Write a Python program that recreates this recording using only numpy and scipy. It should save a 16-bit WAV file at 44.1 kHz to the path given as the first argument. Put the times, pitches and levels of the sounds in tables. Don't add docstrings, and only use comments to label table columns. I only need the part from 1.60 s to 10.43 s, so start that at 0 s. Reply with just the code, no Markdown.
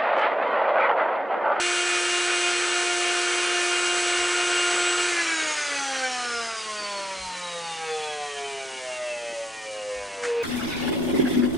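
import sys
import numpy as np
from scipy import signal
from scipy.fft import rfft, irfft, next_fast_len
from scipy.io import wavfile

SR = 44100
rng = np.random.default_rng(int(sys.argv[2]) if len(sys.argv) > 2 else 0)


def transcribe(u):
    v = np.clip(np.atleast_2d(u).T, -1, 1)
    q = np.round(v * 32767).astype(np.int16)
    wavfile.write(sys.argv[1], SR, q)


N = 389403
TIME = np.arange(N) / SR
OFF_S, RELEASE_S = 3.4888, 8.636
MAINS_HZ, FLUTTER_HZ = 60, 22.046


def undb(db):
    return np.exp(np.asarray(db) * (np.log(10) / 20))


def curves(rows):
    times, *columns = np.transpose(rows)
    return [np.interp(TIME, times, column) for column in columns]


def wander(rate_hz):
    points = signal.resample_poly(rng.standard_normal(6000), 4, 1)
    return np.interp(TIME, np.arange(len(points)) / (4 * rate_hz), points)


def lift_db(hz, resonances):
    grid = np.arange(0, SR / 2, 2)
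    lift = sum(db / (1 + (2 * (grid - centre) / width) ** 4) for centre, width, db in resonances)
    return np.interp(hz, grid, lift)


def noise(hz, db, resonances=None):
    size = next_fast_len(N, True)
    bins = np.maximum(np.fft.rfftfreq(size, 1 / SR), 1)
    spectrum_db = np.interp(np.log(bins), np.log(hz), db)
    if resonances is not None:
        spectrum_db += lift_db(bins, resonances)
    return irfft(rfft(rng.standard_normal(size)) * undb(spectrum_db) * np.sqrt(SR / 2), size)[:N]


def tone(phase, gain, rough, rate_hz=FLUTTER_HZ):
    phase = phase + rng.uniform(0, 2 * np.pi)
    shaken = (1 + rough * wander(rate_hz)) * np.cos(phase) + rough * wander(rate_hz) * np.sin(phase)
    return gain * shaken * np.sqrt(2 / (1 + 2 * rough ** 2))


def reflections(hz, decay_s=0.026, direct=0.72):
    t = TIME[:SR // 4]
    echoes = rng.standard_normal(len(t)) * np.exp(-t / decay_s)
    response = (direct + rfft(echoes / np.linalg.norm(echoes), SR)) / np.hypot(direct, 1)
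    return np.interp(hz, np.arange(len(response)), response)


# (frequency [Hz], level [dB per Hz])
ROOM_SPECTRUM = [(30, -93), (60, -90.5), (115, -86), (170, -86), (400, -87), (4000, -105)]

def room_tone():
    return noise(*np.transpose(ROOM_SPECTRUM))


# (time [s], level [dB], half-width [s], pitch [Hz])
HANDLING_BUMPS = [(2.62, -49, .028, 40), (3.13, -49, 0.032, 260), (4.19, -56, .02, 190),
                  (4.75, -64, .06, 50), (5.217, -47.5, .025, 350), (5.395, -51, 0.027, 340),
                  (5.64, -48, 0.031, 45), (7.714, -46, .022, 300), (8.41, -51, 0.034, 45),
                  (8.65, -47, .018, 300)]

def bumps():
    out = 0
    for at_s, db, width_s, hz in HANDLING_BUMPS:
        rumble = noise(hz * 2. ** np.arange(-2, 4), [-18, -12, 4.5, -7, -31, -67])
        swell = np.exp(-.5 * ((TIME - at_s) / width_s) ** 2)
        out += undb(db) * swell * rumble / rumble.std()
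    return out


def release_puff(rise_s=.008, hold_s=0.012, decay_s=0.042, grit_db=2.1):
    age = TIME - RELEASE_S
    swell = np.exp(np.minimum(0, np.minimum(age / rise_s, (hold_s - age) / decay_s)))
    puff = noise([100, 500, 1000, 1400, 1900, 2600, 4000, 6500, 10000],
                 [-90, -70, -69, -62.5, -60, -72, -78, -74, -80])
    return puff * swell * undb(grit_db * wander(600))


def open_nozzle(angle, db=-39, opening_s=0.064, order=27):
    opened = np.clip((TIME - RELEASE_S) / opening_s, 0, 1)
    return tone(order * angle, undb(db) * opened, rough=0.29)


# (frequency [Hz], level at full speed [dB per Hz], at a third of it [dB per Hz])
AIR_SPECTRUM = [(100, -99, -100), (202, -88.5, -84), (280, -78.5, -78.5), (406, -70.5, -78.5),
                (720, -72, -84.5), (960, -71.5, -77.5), (1430, -63.5, -86.5), (1900, -64.5, -78.5),
                (2360, -65.5, -83.5), (3160, -65.5, -77.5), (3500, -69.5, -80), (5100, -69.5, -80),
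                (6400, -69.5, -80.5), (8430, -72, -82), (10400, -75.5, -85.5)]
# (centre [Hz], width [Hz], boost [dB])
HOUSING_RESONANCES = [(458, 86, 3), (741, 114, 5), (1239, 104, 5.5), (1470, 152, 5.5), (2280, 120, 5),
                      (2513, 52, 5.5), (2840, 130, 3.5), (3975, 83, 3), (4460, 120, 2.5), (4670, 220, 1),
                      (6320, 340, 2.5)]
# (time [s], housing gain [dB], nozzle gain [dB], coasting overtones [dB])
FLOW_RIDES = [(0, 0, 0, 0), (1.5, 0, 0, 0), (2.5, 0.5, 0, 0), (3.3, 0.5, -0.5, 0), (3.5, 2, 0, 1),
              (3.75, 0.5, -2, 2), (4.1, -2.5, -2, 1.5), (5.1, -4, -3, 0), (5.7, -3.5, -2.5, -0.5),
              (6.3, -4.5, -2, 3), (7.5, -4, 0, 1), (8.3, -3.5, -1, 0), (8.62, -1, -1.5, 3), (8.7, 3, -6, 2),
              (8.83, 3, -13, 4)]

def air(angle, power, slowing, shaft_chop=.06, mains_chop=0.043, split_hz=3800):
    hz, fast_db, slow_db = np.transpose(AIR_SPECTRUM)
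    housing_db, nozzle_db, _ = curves(FLOW_RIDES)
    rush = 0
    for stage in (0, .5, 1):
        share = np.clip(1 - 2 * np.abs(slowing - stage), 0, 1)
        rush += np.sqrt(share) * noise(hz, fast_db + stage * (slow_db - fast_db), HOUSING_RESONANCES)
    lows = signal.sosfiltfilt(signal.butter(2, split_hz, fs=SR, output="sos"), rush)
    housing = lows * undb(housing_db + 0.88 * wander(20))
    nozzle = (rush - lows) * undb(nozzle_db + 0.55 * wander(24))
    pulsing = 1 + shaft_chop * np.cos(angle) + mains_chop * power * np.cos(4 * np.pi * MAINS_HZ * TIME)
    return pulsing * (housing + nozzle)


# (pitch [Hz], level [dB])
LOAD_PARTIALS = [(120, -70.5), (473, -48.5), (515, -57), (539, -53), (593, -56), (915, -48.5), (1282, -44),
                 (1575, -46.5), (1884, -49.5), (2237, -40.5), (2276, -45), (3155, -45), (6352, -55),
                 (7886, -44.5), (8114, -53)]

def load_tones(shaft_hz, power):
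    clock_s = np.cumsum(shaft_hz / shaft_hz[SR * 2]) / SR
    return power * sum(tone(2 * np.pi * hz * clock_s, undb(db), rough=0.27, rate_hz=14)
                       for hz, db in LOAD_PARTIALS)


# (order [x shaft speed], level under power [dB], coasting fast [dB], coasting slow [dB])
OVERTONE_LEVELS = [(9, -41.5, -46.5, -54), (10, -42.5, -54, -49), (11, -45, -60, -50.5),
                   (12, -44, -45.5, -52.5), (13, -50.5, -52, -52), (14, -60, -57, -55), (15, -59, -51, -56),
                   (16, -47, -51, -53.5), (17, -44, -45.5, -51.5), (18, -54.5, -60, -55.5),
                   (19, -61, -58, -60.5), (20, -59, -69, -59), (21, -48.5, -46, -58), (23, -51, -52, -62),
                   (24, -53, -61, -59), (25, -58, -59, -59.5), (26, -48.5, -60, -60.5),
                   (27, -50, -56, -55.5), (28, -62, -53, -58), (30, -72, -60, -60)]
# (frequency [Hz], gain [dB])
OVERTONE_EQ = [(750, 1), (1050, -5), (1350, -10), (1800, 1), (2500, 2), (3100, 2), (3500, -2), (4000, -1),
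               (5300, -0.5), (8000, 1)]

def overtones(shaft_hz, angle, power, slowing, rough):
    ride_db = curves(FLOW_RIDES)[2]
    slow_mix = np.clip((slowing - .2) / 0.48, 0, 1)
    out = 0
    for order, on_db, fast_db, slow_db in OVERTONE_LEVELS:
        hz = order * shaft_hz
        radiated_db = np.interp(hz, *np.transpose(OVERTONE_EQ)) + 0.62 * lift_db(hz, HOUSING_RESONANCES)
        coast_db = fast_db + slow_mix * (slow_db - fast_db) + radiated_db + ride_db
        gain = power * undb(on_db) + (1 - power) * undb(coast_db)
        room = power + (1 - power) * reflections(hz)
        out += tone(order * angle + np.angle(room), gain * np.abs(room), rough)
    return out


# (time [s], level [dB])
WHINE_RIDE = [(0.0, -40.5), (1.16, -37.5), (1.33, -42), (1.97, -47), (2.28, -36), (2.89, -37.5),
              (3.29, -32), (3.45, -33.5)]
# (pitch [Hz], level [dB])
WHINE_FALL = [(2050, -58), (2250, -45), (2550, -43), (3100, -45.5), (4300, -43), (6200, -40.5),
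              (7700, -42.5)]

def commutator(shaft_hz, angle, power, order=22):
    on_db, = curves(WHINE_RIDE)
    hz = order * shaft_hz
    coast_db = np.interp(hz, *np.transpose(WHINE_FALL))
    gain = power * undb(on_db) + (1 - power) * undb(coast_db)
    room = power + (1 - power) * reflections(hz, decay_s=0.037, direct=.6)
    return tone(order * angle + np.angle(room), gain * np.abs(room), rough=.13)


# (order [x shaft speed], level at the start [dB], at switch-off [dB],
# coasting fast [dB], coasting slow [dB], radiation peak while coasting [Hz], boost there [dB])
FAN_LEVELS = [(1, -33.5, -32, -17, -52, 172, 8), (2, -38.5, -37.5, -45.5, -62, 530, 9.5),
              (3, -46, -41.5, -39.5, -45.5, 790, 6.5), (4, -40.5, -33.5, -38.5, -57.5, 558, 6.5),
              (5, -37.5, -40.5, -36, -37.5, 1717, 7.5), (6, -42, -42.5, -39, -48, 1475, 14),
              (7, -34.5, -38, -40.5, -45.5, 1800, 3), (8, -36, -34, -48, -54, 1212, 11)]
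# (frequency [Hz], gain [dB])
FAN_EQ = [(110, -26), (175, -21), (340, -18), (370, -10), (410, 5.5), (600, 3), (800, -0.5), (1150, -2),
          (1600, -3), (2300, 6), (2800, 3)]
# (centre [Hz], width [Hz], boost or cut [dB])
STANDING_WAVES = [(221, 6.9, -11), (297, 14.6, -15.5), (470.3, 18, 7.5), (496, 18.5, -10), (511, 13, 4.5),
                  (550, 17.2, -18), (604, 32, 3.5), (654, 18, -14.5), (718, 11, -13), (797, 5.5, -11),
                  (804, 16, 2.5), (859, 22, -9), (892.5, 9, -16), (914, 20, 4.5), (939, 13, -13),
                  (1095, 12, -8), (1300, 99, -3.5), (1518, 24, -14)]

def fan(shaft_hz, angle, power, slowing, air_rough, hum_rough=.045, wander_db=1.1, diffuse_hz=2200):
    filled = np.minimum(TIME / OFF_S, 1)
    out = 0
    for order, start_db, full_db, fast_db, slow_db, peak_hz, peak_db in FAN_LEVELS:
        hz = order * shaft_hz
        rough, waver_db = (hum_rough, 0) if order == 1 else (air_rough, wander_db * wander(7))
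        on_db = start_db + filled * (full_db - start_db) + waver_db
        resonances = [(peak_hz, 0.18 * peak_hz, peak_db), *STANDING_WAVES]
        radiated_db = np.interp(hz, *np.transpose(FAN_EQ)) + lift_db(hz, resonances)
        coast_db = fast_db + slowing * (slow_db - fast_db) + radiated_db
        gain = power * undb(on_db) + (1 - power) * undb(coast_db)
        diffuse = (1 - power) * np.minimum(hz / diffuse_hz, 1) ** 1.4
        room = 1 + diffuse * (reflections(hz) - 1)
        out += tone(order * angle + np.angle(room), gain * np.abs(room), rough)
    return out


def shaft_speed(off_hz=353.2, creep_hz_per_s=.2, friction_s=7.618, drag_per_s=.23135):
    age = TIME - OFF_S
    running_hz = off_hz + creep_hz_per_s * np.minimum(age, 0)
    friction = np.exp(-np.maximum(age, 0) / friction_s)
    return running_hz * friction / (1 + drag_per_s * friction_s * (1 - friction))


def rotor(shaft_hz, angle, power, slowing, on_rough=0.28, coast_rough=0.21, buzz_rad=0.017):
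    rough = coast_rough + (on_rough - coast_rough) * power
    angle = angle + buzz_rad * power * np.sin(4 * np.pi * MAINS_HZ * TIME)
    lead = fan(shaft_hz, angle, power, slowing, rough)
    whine = commutator(shaft_hz, angle, power)
    return lead + whine + overtones(shaft_hz, angle, power, slowing, rough)


def scene():
    shaft_hz = shaft_speed()
    angle = 2 * np.pi * np.cumsum(shaft_hz) / SR
    power = np.clip((OFF_S - TIME) / .1 + .5, 0, 1)
    slowing = np.minimum(np.log(shaft_hz.max() / shaft_hz) / np.log(3), 1)
    motor = rotor(shaft_hz, angle, power, slowing) + load_tones(shaft_hz, power)
    pump = motor + air(angle, power, slowing) + open_nozzle(angle)
    mix = pump + release_puff() + bumps() + room_tone()
    return np.array([mix, mix])


def record(dry, top_hz=10050):
    return signal.sosfilt(signal.ellip(12, .2, 80, top_hz, fs=SR, output="sos"), dry)


dry = scene()
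out = record(dry)
transcribe(out)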